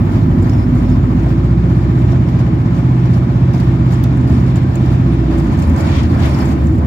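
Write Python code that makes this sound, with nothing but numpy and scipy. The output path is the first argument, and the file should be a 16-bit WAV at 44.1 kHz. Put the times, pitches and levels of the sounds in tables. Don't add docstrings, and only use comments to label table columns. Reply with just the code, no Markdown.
import sys
import numpy as np
from scipy import signal
from scipy.fft import rfft, irfft
from scipy.io import wavfile
from scipy.ndimage import uniform_filter1d, minimum_filter1d, map_coordinates

SR = 44100
rng = np.random.default_rng(int(sys.argv[2]) if len(sys.argv) > 2 else 0)


def store_pcm(level_fs):
    pcm = np.round(np.clip(level_fs, -1, 1) * 32767).astype(np.int16)
    wavfile.write(sys.argv[1], SR, np.atleast_2d(pcm).T)


def ratio_of_db(decibels):
    return 10 ** (np.asarray(decibels, float) / 20)


N = 302526

# (time [s], level [dB])
ROAD = [(0, -20.5), (1.2, -22.5), (1.6, -25.5), (2, -23), (3.6, -25), (4.3, -21.5), (4.6, -23.5),
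        (5.2, -23.5), (5.5, -21), (6.86, -20)]
# (frequency [Hz], level [dB per Hz])
RUMBLE = [(21, -64.5), (35, -36), (52, -18), (75, -5), (107, -5), (134, -4.5), (188, -12), (236, -8),
          (313, -14), (335, -10), (350, -30.5), (379, -22), (520, -38), (680, -48.5), (1140, -120)]
# (time [s], frequency [Hz], level [dB rms], rise and fall [s])
SWELLS = [(0.519, 95, -12.5, 0.094), (2.15, 80, -20.5, 0.12), (4.05, 78, -26.5, 0.15),
          (4.35, 76, -11.5, 0.028), (4.95, 92.1, -22.5, 0.1), (5.55, 97.3, -18, 0.046),
          (5.7, 81.2, -8.5, 0.039), (5.9, 80.3, -19, 0.21), (6.11, 82.4, -13.5, 0.089),
          (.15, 352, -28.5, 0.26), (1.45, 361.7, -31.5, 0.26), (6.15, 118.8, -17, 0.053),
          (6.4, 137.4, -18.5, 0.13), (6.73, 128, -16, 0.017), (6.8, 107, -23, 0.11),
          (.48, 417, -33.5, 0.036), (.78, 248.9, -20, 0.29), (2.5, 417, -37, 0.05),
          (4.2, 251.8, -26.5, 0.13), (4.7, 250, -25.5, 0.074), (5.2, 322, -24.5, 0.092),
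          (5.37, 333, -23, 0.057), (6.35, 328.7, -28.5, 0.14), (6.7, 320, -29, 0.052)]

# (frequency [Hz], level [dB per Hz])
ROAR = [(250, -4.5), (430, -3), (471, -11.5), (539, -2.5), (1350, -10.5), (1800, -15), (2290, -18.5),
        (2630, -22.5), (6020, -36.5), (7210, -35), (8640, -47.5), (12400, -42.5), (15800, -48.5)]
# (frequency [Hz], level [dB per Hz])
GRIT = [(710, -21), (1200, -5.5), (1700, -12), (1940, -5), (2930, -8.5), (3270, -8.5), (3530, -9),
        (6700, -20.5), (9000, -32), (11700, -56), (19800, -120)]
# (frequency [Hz], level [dB per Hz])
BUZZ = [(2650, -38.5), (4500, 2), (5300, -1.5), (5880, -7), (7030, -1.5), (8860, -10.5), (14000, -12.5),
        (15800, -17)]
ROAR_DB, GRIT_DB, BUZZ_DB = -35.5, -53.5, -69.5
ROAR_PER_SHAKE, ROAR_PER_JOLT, GRIT_PER_JOLT = 0.21, 0.11, 0.2
GRIT_RISE_DB_PER_S, GRIT_TOP_S, GRIT_FALL_DB_PER_S = 1.05, 4.2, 6
ROAR_THROB_DB = 1.2
# (start [s], length [s], roar [dB], grit [dB], buzz [dB])
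PATCHES = [(5.3, 0.53, 2, 2.5, 9), (5.77, 0.25, 4, 6.5, 10), (5.853, 0.22, 1.5, 7.5, 4.5),
           (5.942, 0.059, -4.5, 3, -1), (6.217, .06, 2, 5, .2), (6.387, 0.06, 1.5, 1, -1.5),
           (6.103, 0.068, 5, 6, 12.5), (6.183, 0.358, 4, 13, 17), (6.549, 0.1, 1.5, 5, -2),
           (6.553, 0.26, -1.3, 1, 7), (6.036, 0.079, -1.5, 4.5, 7)]
PATCH_EDGE_S = 0.034
# (time [s], buzz [dB], length [s])
JOLTS = [(0.114, 10, 0.13), (0.423, 8, 0.15), (0.568, 8, 0.047), (0.749, 6.5, 0.15), (0.886, 9, .08),
         (1.1, 4, 0.077), (1.197, 6, 0.057), (1.286, 9, .05), (1.702, 6.5, 0.19), (1.977, 6, .08),
         (2.115, 9, .03), (2.279, 5, 0.049), (2.391, 8, 0.037), (2.746, 8.5, 0.082), (3.047, 1.5, 0.045),
         (3.133, 11, 0.069), (3.534, 9, 0.19), (3.855, 6, 0.086), (3.909, 13, 0.089), (4.276, 11, 0.18),
         (4.463, 9, 0.071), (4.558, 13, 0.044), (4.717, 5.5, 0.29), (4.903, 10, 0.08), (5.12, 3, 0.057),
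         (5.38, 4, 0.037), (5.59, 10, 0.027), (5.62, 8.5, .035), (5.77, -3, .05), (6.387, 5, 0.05)]
JOLT_RISE_S = 0.0046

# (frequency [Hz], width [Hz], level
# [dB])
FITTINGS = [(1030, 200, 4.5), (1803, 62, 4.5), (2290, 200, 3.5), (3100, 83, 1.5), (3610, 86, 3.5),
            (4680, 83, 3.5), (5400, 58, 5.5), (6830, 100, 0), (7300, 150, 1.5), (7770, 40, -2.5),
            (9300, 60, 4.5),
            (140, 14, 0.5), (417, 14, 1.5), (518.4, 5.6, 7), (551, 18, 4), (607, 14, 3), (647, 20, 3),
          (702, 22, 3.5), (750, 25, 1), (806, 25, 3), (893, 24, 4), (1010, 29, 4), (1103, 51, 3),
          (1220, 33, 3.5)]
# (frequency [Hz], likeness [0 to 1])
SAME = [(60, .96), (130, .96), (290, .975), (480, .3), (700, .3), (1050, .55), (1500, .35), (2200, .3),
        (4000, .2), (15000, .25)]
# (frequency [Hz], left over right [dB])
LEAN = [(60, 0.5), (110, -1.0), (200, -2.0), (380, -2.5), (700, -3.0), (1290, 1.2), (2380, 5.0),
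        (4400, 0.0), (8120, -2.2), (15000, -1.5)]
# (frequency [Hz], phase [radians])
LEAD = [(430, .1), (690, 0), (1030, -3), (1980, -6.8), (3010, -9), (5860, -10.9), (15000, -11)]

# (time [s], peak [dB], pitch [Hz], top part [dB], left over right [dB])
TICKS = [(.3845, -45, 4800, -17, .1), (.4255, -38, 7300, -18, -0.5), (0.4948, -33, 5400, -25, -8),
         (.7492, -45.5, 7500, -10, -4.5), (1.697, -44.5, 5400, -15, -4), (2.394, -44, 6000, -14, -2),
         (0.5342, -37.5, 5400, -19, -1.5), (2.121, -39, 5450, -15.5, -3), (2.287, -40, 5190, -13, -5.5),
         (3.056, -38, 5400, -15, -1), (3.1523, -45, 5860, -19, -2.1), (3.5362, -36, 5160, -11, -2),
         (3.545, -37, 5230, -12, 1), (3.6436, -49, 12040, -12, -3), (3.579, -38, 6200, -19, 6),
         (3.926, -39, 7000, -21.5, -1), (3.9355, -46, 9500, -6, -1.5), (4.038, -36, 6020, 2.5, -9),
         (4.0394, -39.5, 3620, -12, -4.5), (4.297, -45, 5400, -13.5, 3), (4.557, -31, 6820, -18, -1),
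         (4.755, -28, 6860, -13, 0), (4.86, -39.5, 5020, -11.5, -2), (5.3827, -35, 6860, -14, 4),
         (5.591, -44, 7100, -6.5, 0.5), (5.5967, -38, 7100, -9, -3), (5.672, -37, 9400, -21.5, -6),
         (5.6221, -36, 6170, -15.5, 2), (5.697, -36.5, 6540, -7, -0.5), (5.7618, -31, 6840, -22, -0.5),
         (6.032, -31.5, 5100, -19.5, 1), (6.148, -45, 7000, -11, -1.5), (6.6593, -43.5, 7050, -5.5, 0),
         (6.204, -37.5, 6870, -22, 2.5), (6.3878, -35, 5400, -14.5, 0.5), (6.455, -30.5, 6830, -19.5, -1.5),
         (6.6692, -35, 6540, -14.5, -1),
         (4.1734, -45, 7400, -5.5, -5), (4.211, -39.5, 6900, -22, -1), (4.632, -44.5, 7600, -19, -0.5),
         (4.82, -45.5, 7000, -14, -0.5), (4.935, -47, 6200, -8, -1), (2.9966, -47, 5400, -10.5, -1.5),
         (6.6418, -47.5, 7000, -9, -3.5), (2.1, -44.5, 6600, -19.5, -0.5), (3.6, -39, 4000, -12.5, -3.5)]
BODY_DB, BODY_DB_PER_OCTAVE = -2.5, -15.5
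TAP_FIRST_S, TAP_EVERY_S, TAP_COUNT = 6.5585, .0277, 9
TAP_DB, TAP_HZ, TAP_TOP_DB = -52, 7200, -.5
# (time [s], peak [dB], pitch [Hz])
KNOCKS = [(.425, -21, 470), (.481, -29, 635), (.549, -26, 690), (.87, -26.5, 603), (1.263, -24, 696),
          (2.129, -22, 680), (.47, -32, 830), (3.54, -23, 680), (2.16, -39, 1050), (3.927, -29, 740),
          (4.032, -30, 570), (4.295, -23, 645), (5.234, -26, 703), (6.116, -29, 712), (6.268, -22, 680),
          (6.389, -27, 830), (6.819, -27.5, 692)]
# (multiple of the pitch, level [dB])
KNOCK_MODES = [(.5, 4.5), (1, .1), (1.37, -9), (2.2, -12)]
KNOCK_RISE_S, KNOCK_T60_S = .0015, .06
# (time [s], length [s], first pitch [Hz], last pitch [Hz], level [dB rms])
SQUEAKS = [(.26, 0.12, 5280, 5720, -59), (0.397, .07, 5000, 5050, -54), (0.502, .06, 5450, 5400, -53),
           (.52, 0.16, 5030, 5080, -59), (0.554, .12, 5400, 5250, -55), (0.583, .07, 4750, 4750, -62),
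           (0.817, 0.16, 5300, 5200, -56), (2.118, 0.021, 5400, 5400, -52), (2.05, .07, 5450, 5500, -60),
           (2.502, .06, 5400, 5400, -68), (2.757, .12, 5450, 5500, -63), (3.15, 0.35, 9300, 9300, -75),
           (5.112, 0.04, 9150, 9100, -59), (5.112, .035, 10750, 10750, -66), (.5, 0.2, 10000, 10200, -66),
           (.87, .07, 10350, 10400, -66), (.8, .06, 10500, 10600, -71), (3.955, .06, 9600, 9600, -64),
           (4.33, .1, 9600, 9700, -69), (4.42, .08, 10000, 10000, -69), (4.85, .12, 9700, 9900, -66),
           (.92, 0.063, 4600, 4550, -63), (2.19, .13, 5500, 5450, -59), (4.22, .18, 7100, 7050, -67),
           (5.951, 0.055, 3300, 3270, -37), (5.94, .06, 1900, 1880, -46), (6.25, 0.21, 5400, 5400, -55),
           (6.55, 0.24, 5440, 5400, -68)]

# (time [s], frequency [Hz], level [dB rms])
TURBO = [(0, 13720, -64), (.36, 13990, -65), (.58, 14600, -65), (.8, 15250, -63), (1.1, 15420, -64),
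         (1.35, 15720, -65), (1.7, 16400, -75), (5.2, 16400, -75), (5.4, 15700, -68), (5.6, 14500, -68),
         (5.75, 13500, -72), (5.9, 13000, -95)]
# (time [s], frequency [Hz], level [dB rms])
DRONE = [
    (5.7, 73, -75),
    (5.95, 69.5, -21),
    (6.15, 69.1, -21),
    (6.35, 69.5, -18),
    (6.5, 71, -16.5),
    (6.7, 72.5, -14.5),
    (6.86, 73, -15),
]

# (time [s], cycle rate, half the crank speed [Hz])
SPEED = [(0, 12.5), (.3, 12.9), (.55, 13.4), (.8, 14.1), (1, 14.15), (1.3, 14.72), (1.5, 15.25),
         (1.72, 15.78), (1.95, 15.62), (2.3, 15.78), (3, 15.74), (4, 15.85), (4.7, 15.9), (4.95, 15.85),
         (5.2, 15.3), (5.36, 14.9), (5.6, 13.4), (6.86, 12)]
# (time [s], load [dB], unevenness between cylinders [dB])
ENGINE = [(0, 5.5, -6.5), (.3, 4.5, 1), (.55, 0.5, -1.5), (1.2, 0.5, 0), (1.65, 2.5, 1), (1.95, .5, 1),
          (2.3, 2, -1), (3.2, 2.5, -0.2), (4.7, 3, -3), (5.02, 2.5, -1.5), (5.22, -1.5, 2),
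          (5.45, -4.5, 1.5), (5.6, -17, 6), (5.8, -31, 7)]
# (multiple of the cycle rate, level [dB rms])
FIRING = [(4, -15.6), (5, -32.8), (6, -30.5), (7, -25.5), (8, -26.2), (9, -31), (10, -36.5), (11, -33),
          (12, -36.7), (13, -34), (15, -40.9), (16, -43.7), (14, -42), (17, -35), (18, -35), (19, -40.5),
          (20, -34), (21, -32.5), (22, -31.5), (23, -45), (24, -36.5), (25, -47), (26, -42.5), (27, -35.5),
          (28, -43.8)]
# (frequency [Hz], gain [dB])
CABIN = [(48.0, -8.0), (59.0, -4.9), (87.0, -6), (94.0, 4), (99.0, 5.8), (105.0, 0), (111.0, 2.5),
         (126.0, 10.1), (148.0, -1.8), (170.0, 11.7), (200.0, 1.2), (255.0, 6.8), (283.0, -2), (312.0, -8),
         (330.0, 2.0), (345.0, 1.5), (370.0, -1.1), (440.0, -15.2)]
# (frequency [Hz], level [dB rms])
BOOM = [(50, -25), (54, -22), (56.5, -17.5), (59, -16.5), (62, -17), (63.3, -23.5)]
CLATTER_DB, CLATTER_PER_LOAD, CLATTER_TOP_DB = 2, -2.24, 3.5
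CUT_OFF_DB, CUT_OFF_SLOPE = -8, 4.7
SMEAR_TURNS = .022

MICROPHONE_HZ, EDGE_HZ = 45, 15830


def evened(x):
    return x / np.sqrt(np.mean(x ** 2) + 1e-20)


def read(points, hz):
    f, value = np.transpose(points)
    return np.interp(np.log(hz + 1), np.log(f + 1), value)


def curves(rows, t):
    s, *columns = np.transpose(rows)
    return [np.interp(t, s, c) for c in columns]


def drift(per_s):
    knots = rng.standard_normal(int(N / SR * per_s) + 3)
    return evened(map_coordinates(knots, [np.arange(N) / SR * per_s], order=3))


def plateau(t, start, length, edge):
    return np.clip(np.minimum(t - start, start + length - t) / edge + .5, 0, 1)


def add(mix, s, sound):
    part = mix[:, round(s * SR):][:, :sound.shape[1]]
    part += sound[:, :part.shape[1]]


def placed(x, hz):
    lean = read(LEAN, hz) / 2
    return x * ratio_of_db(np.array([lean, -lean]))


def fuzzy(hz, width_hz):
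    a, b = rng.standard_normal((len(hz), 2)).T
    r = np.exp(-np.pi * width_hz / SR)
    slow = signal.lfilter([1], np.poly([r, r]), a + 1j * b)
    return evened((slow * np.exp(2j * np.pi * np.cumsum(hz) / SR)).real)


def noise(colour, band, size, patchy_db):
    hz = np.fft.rfftfreq(size, 1 / SR)
    a, b, c, d, patches = rng.standard_normal((4 * N // size + 8, len(hz), 5)).T
    patches = uniform_filter1d(patches, size=8, axis=0)
    patches = evened(uniform_filter1d(patches, size=4, axis=1))
    same = np.clip(read(SAME, hz), 0, 1)[:, None]
    late = np.exp(-1j * read(LEAD, hz))[:, None]
    left = a + 1j * b
    right = same * late * left + np.sqrt(1 - same ** 2) * (c + 1j * d)
    lean = read(LEAN, hz) / 2
    rings = sum(db / (1 + (2 * (hz - f) / width) ** 2) for f, width, db in FITTINGS)
    level_db = colour(hz) + rings + np.array([lean, -lean])
    z = np.array([left, right]) * ratio_of_db(level_db[:, :, None] + patchy_db * patches)
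    inside = ((hz >= band[0]) & (hz <= band[1]))[:, None]

    def back(z):
        return signal.istft(z, nperseg=size, noverlap=3 * size // 4)[1][..., size:size + N]

    return back(z) / np.std(back(z.mean(0) * inside))


def road(t):
    rumble_db, = curves(ROAD, t)
    rumble = noise(lambda hz: read(RUMBLE, hz), (200, 320), size=4096, patchy_db=0.6)
    out = ratio_of_db(rumble_db + 1.5) * rumble
    for s, hz, db, rise in SWELLS:
        swell = np.exp(-.5 * ((t - s) / rise) ** 2)
        tone = np.sin(2 * np.pi * (hz * t + rng.random()))
        out += placed(np.sqrt(2) * ratio_of_db(db) * swell * tone, np.array([hz]))
    return out


def pings(count, per_s):
    out, u = np.zeros((2, N)), np.arange(3000) / SR
    for k, hz in enumerate(np.geomspace(900, 9500, count) * rng.uniform(0.9, 1.05, count)):
        blows = (rng.random(N) < per_s / SR) * ratio_of_db(4.5 * np.minimum(rng.exponential(1, N), 2))
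        swell = ratio_of_db(read(ROAR, hz) - 60 * u / 0.037) * np.sqrt(hz) * np.minimum(u / 0.0015, 1)
        out[k % 2] += signal.oaconvolve(blows, swell * np.sin(2 * np.pi * hz * u))[:N]
    return evened(out + 0.12 * out[::-1])


def tyre_roar(t, patch_db, jolt_db):
    shake_db, = curves(ROAD, t)
    roar_db = ROAR_DB + ROAR_PER_SHAKE * (shake_db - shake_db.mean())
    roar_db += patch_db + ROAR_PER_JOLT * jolt_db + 0.42 * drift(20) + 0.19 * drift(11)
    roar_db = uniform_filter1d(roar_db, size=2000)
    cycle_hz, = curves(SPEED, t)
    throb = np.cos(2 * np.pi * np.cumsum(cycle_hz) / SR)
    roar_db += ROAR_THROB_DB * throb * (t < SPEED[-2][0])
    roar = noise(lambda hz: read(ROAR, hz), (600, 1800), size=4096, patchy_db=0.47)
    return ratio_of_db(roar_db) * (roar + ratio_of_db(-10.0) * pings(count=30, per_s=7.0))


def tarmac_grit(t, patch_db, jolt_db):
    grit_db = GRIT_DB + GRIT_RISE_DB_PER_S * np.minimum(t, GRIT_TOP_S)
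    grit_db += patch_db + GRIT_PER_JOLT * jolt_db + 1.2 * drift(9)
    grit_db -= GRIT_FALL_DB_PER_S * np.maximum(t - 5.2, 0)
    return ratio_of_db(grit_db - 2.5) * noise(lambda hz: read(GRIT, hz), (2500, 5000), size=1024, patchy_db=1.0)


def trim_buzz(patch_db, jolt_db):
    hits = (rng.random(N) < 150 / SR) * ratio_of_db(2.2 * np.minimum(rng.exponential(1, N), 4))
    chatter = 2.2 + evened(signal.lfilter([1], [1, -np.exp(-1 / (0.0055 * SR))], hits))
    buzz = noise(lambda hz: read(BUZZ, hz), (8000, 13000), size=512, patchy_db=4.0)
    return ratio_of_db(BUZZ_DB + patch_db + jolt_db - 1.5) * buzz * evened(chatter)


def shaking(t):
    jolts = []
    for s, db, length in JOLTS:
        rise = np.clip((t - s) / JOLT_RISE_S + 1, 0, 1)
        jolts.append(db * rise * np.clip(2 - 2 * (t - s) / length, 0, 1))
    jolt_db = np.max(jolts, axis=0)
    roar_db, grit_db, buzz_db = sum(np.array(dbs)[:, None] * plateau(t, s, length, PATCH_EDGE_S)
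                                    for s, length, *dbs in PATCHES)
    return tyre_roar(t, roar_db, jolt_db) + tarmac_grit(t, grit_db, jolt_db) + trim_buzz(buzz_db, jolt_db)


def ticks():
    out, u = np.zeros((2, N)), np.arange(2048) / SR
    hz = np.fft.rfftfreq(len(u), 1 / SR)

    def hump(centre_hz, spread):
        return np.exp(-.5 * (np.log((hz + 1) / centre_hz) / spread) ** 2)

    shape = np.minimum(u / 0.0014, 1) * (np.exp(-u / 0.0032) + .2 * np.exp(-u / 0.018))
    snap = np.minimum(u / .0004, 1) * (np.exp(-u / 0.001) + .04 * np.exp(-u / 0.008))
    taps = [(TAP_FIRST_S + k * TAP_EVERY_S, TAP_DB, TAP_HZ, TAP_TOP_DB, -3.0) for k in range(TAP_COUNT)]
    for s, db, tick_hz, top_db, pan_db in TICKS + taps:
        body_db = BODY_DB + BODY_DB_PER_OCTAVE * np.log2(tick_hz / 5200)
        ring = hump(tick_hz, 0.076) + 0.37 * hump(1.15 * tick_hz, .08)
        body = ratio_of_db(body_db + 0.5) * hump(3000, 0.64)
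        z = rfft(rng.standard_normal((2, len(u))))
        burst = irfft(z * (ring + body), len(u)) * shape
        burst += irfft(z * ratio_of_db(top_db + 7.5) * hump(15500, 0.42), len(u)) * snap
        burst *= np.sqrt(len(hz) / np.sum(ring ** 2))
        add(out, s, ratio_of_db(db - 6.5) * burst * ratio_of_db(np.array([[pan_db], [-pan_db]]) / 2))
    return out


def knocks():
    out, u = np.zeros((2, N)), np.arange(6000) / SR
    shape = (1 - np.exp(-u / KNOCK_RISE_S)) * ratio_of_db(-60 * u / KNOCK_T60_S)
    for s, db, hz in KNOCKS:
        for times, mode_db in KNOCK_MODES:
            side = rng.random((2, 1))
            mode = np.sin(2 * np.pi * (times * hz * u + 0.1 * side))
            add(out, s, ratio_of_db(db + mode_db + 2.5) * shape * mode)
    return out


def squeaks():
    out = np.zeros((2, N))
    for s, length, first_hz, last_hz, db in SQUEAKS:
        pitch = np.linspace(first_hz, last_hz, round(length * SR))
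        squeal = .8 * np.sin(2 * np.pi * np.cumsum(pitch) / SR)
        squeal += .8 * fuzzy(pitch, max(70, 115 * (first_hz / 7000) ** 2))
        squeal += .08 * fuzzy(2 * pitch, 260) * (2 * first_hz < SR / 3)
        squeal *= signal.windows.tukey(len(pitch), .6)
        add(out, s, squeal * ratio_of_db(db - 1) * np.array([[.7], [1.3]]))
    return out


def turbo(t):
    hz, db = curves(TURBO, t)
    return ratio_of_db(db + 1.5) * np.array([fuzzy(hz, 300), fuzzy(hz, 300)])


def drone(t):
    hz, db = curves(DRONE, t)
    turns = np.cumsum(hz * (1 + 0.02 * drift(7.4))) / SR
    return placed(np.sqrt(2) * ratio_of_db(db + 0.63 * drift(7.3)) * np.sin(2 * np.pi * turns), hz)


def engine(t):
    cycle_hz, = curves(SPEED, t)
    load_db, uneven_db = curves(ENGINE, t)
    firing_db = read(BOOM, 4 * cycle_hz) + CUT_OFF_SLOPE * np.minimum(load_db - CUT_OFF_DB, 0)
    clatter_db = np.minimum(CLATTER_DB + CLATTER_PER_LOAD * load_db, CLATTER_TOP_DB)
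    turns, out = np.cumsum(cycle_hz) / SR, np.zeros((2, N))
    for order, db in FIRING:
        hz = order * cycle_hz
        if order == 4:
            level_db = firing_db
        else:
            level_db = db + load_db + read(CABIN, hz)
            level_db += clatter_db * (order > 14) + uneven_db * (order % 4 > 0)
        phase = order * turns + SMEAR_TURNS * (order - 8) ** 2
        phase += .15 * rng.random() + .015 * drift(6)
        tone = np.cos(2 * np.pi * phase)
        out += placed(np.sqrt(2) * ratio_of_db(level_db + .9 * drift(5)) * tone, hz)
    return out


def scene():
    t = np.arange(N) / SR
    cabin = road(t) + shaking(t) + ticks() + knocks() + squeaks()
    return cabin + turbo(t) + drone(t) + engine(t)


def top_cut(x):
    return signal.sosfilt(signal.butter(12, 15830, fs=SR, output="sos"), x)


def record(dry):
    bass_cut = signal.butter(6, MICROPHONE_HZ, "high", fs=SR, output="sos")
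    padded = np.pad(dry, [(0, 0), (SR, SR)], "reflect", reflect_type="odd")
    cut = signal.sosfilt(bass_cut, padded)
    treble_cut = signal.firwin(511, EDGE_HZ, window=("kaiser", 9), fs=SR)
    cut = signal.oaconvolve(cut, treble_cut[None], "same")[:, SR:-SR]
    room_left = np.minimum(.985 / (abs(cut).max(0) + 1e-9), 1)
    gain = uniform_filter1d(minimum_filter1d(room_left, size=600), size=500)
    return top_cut(cut * gain)


dry = scene()
out = record(dry)
store_pcm(out)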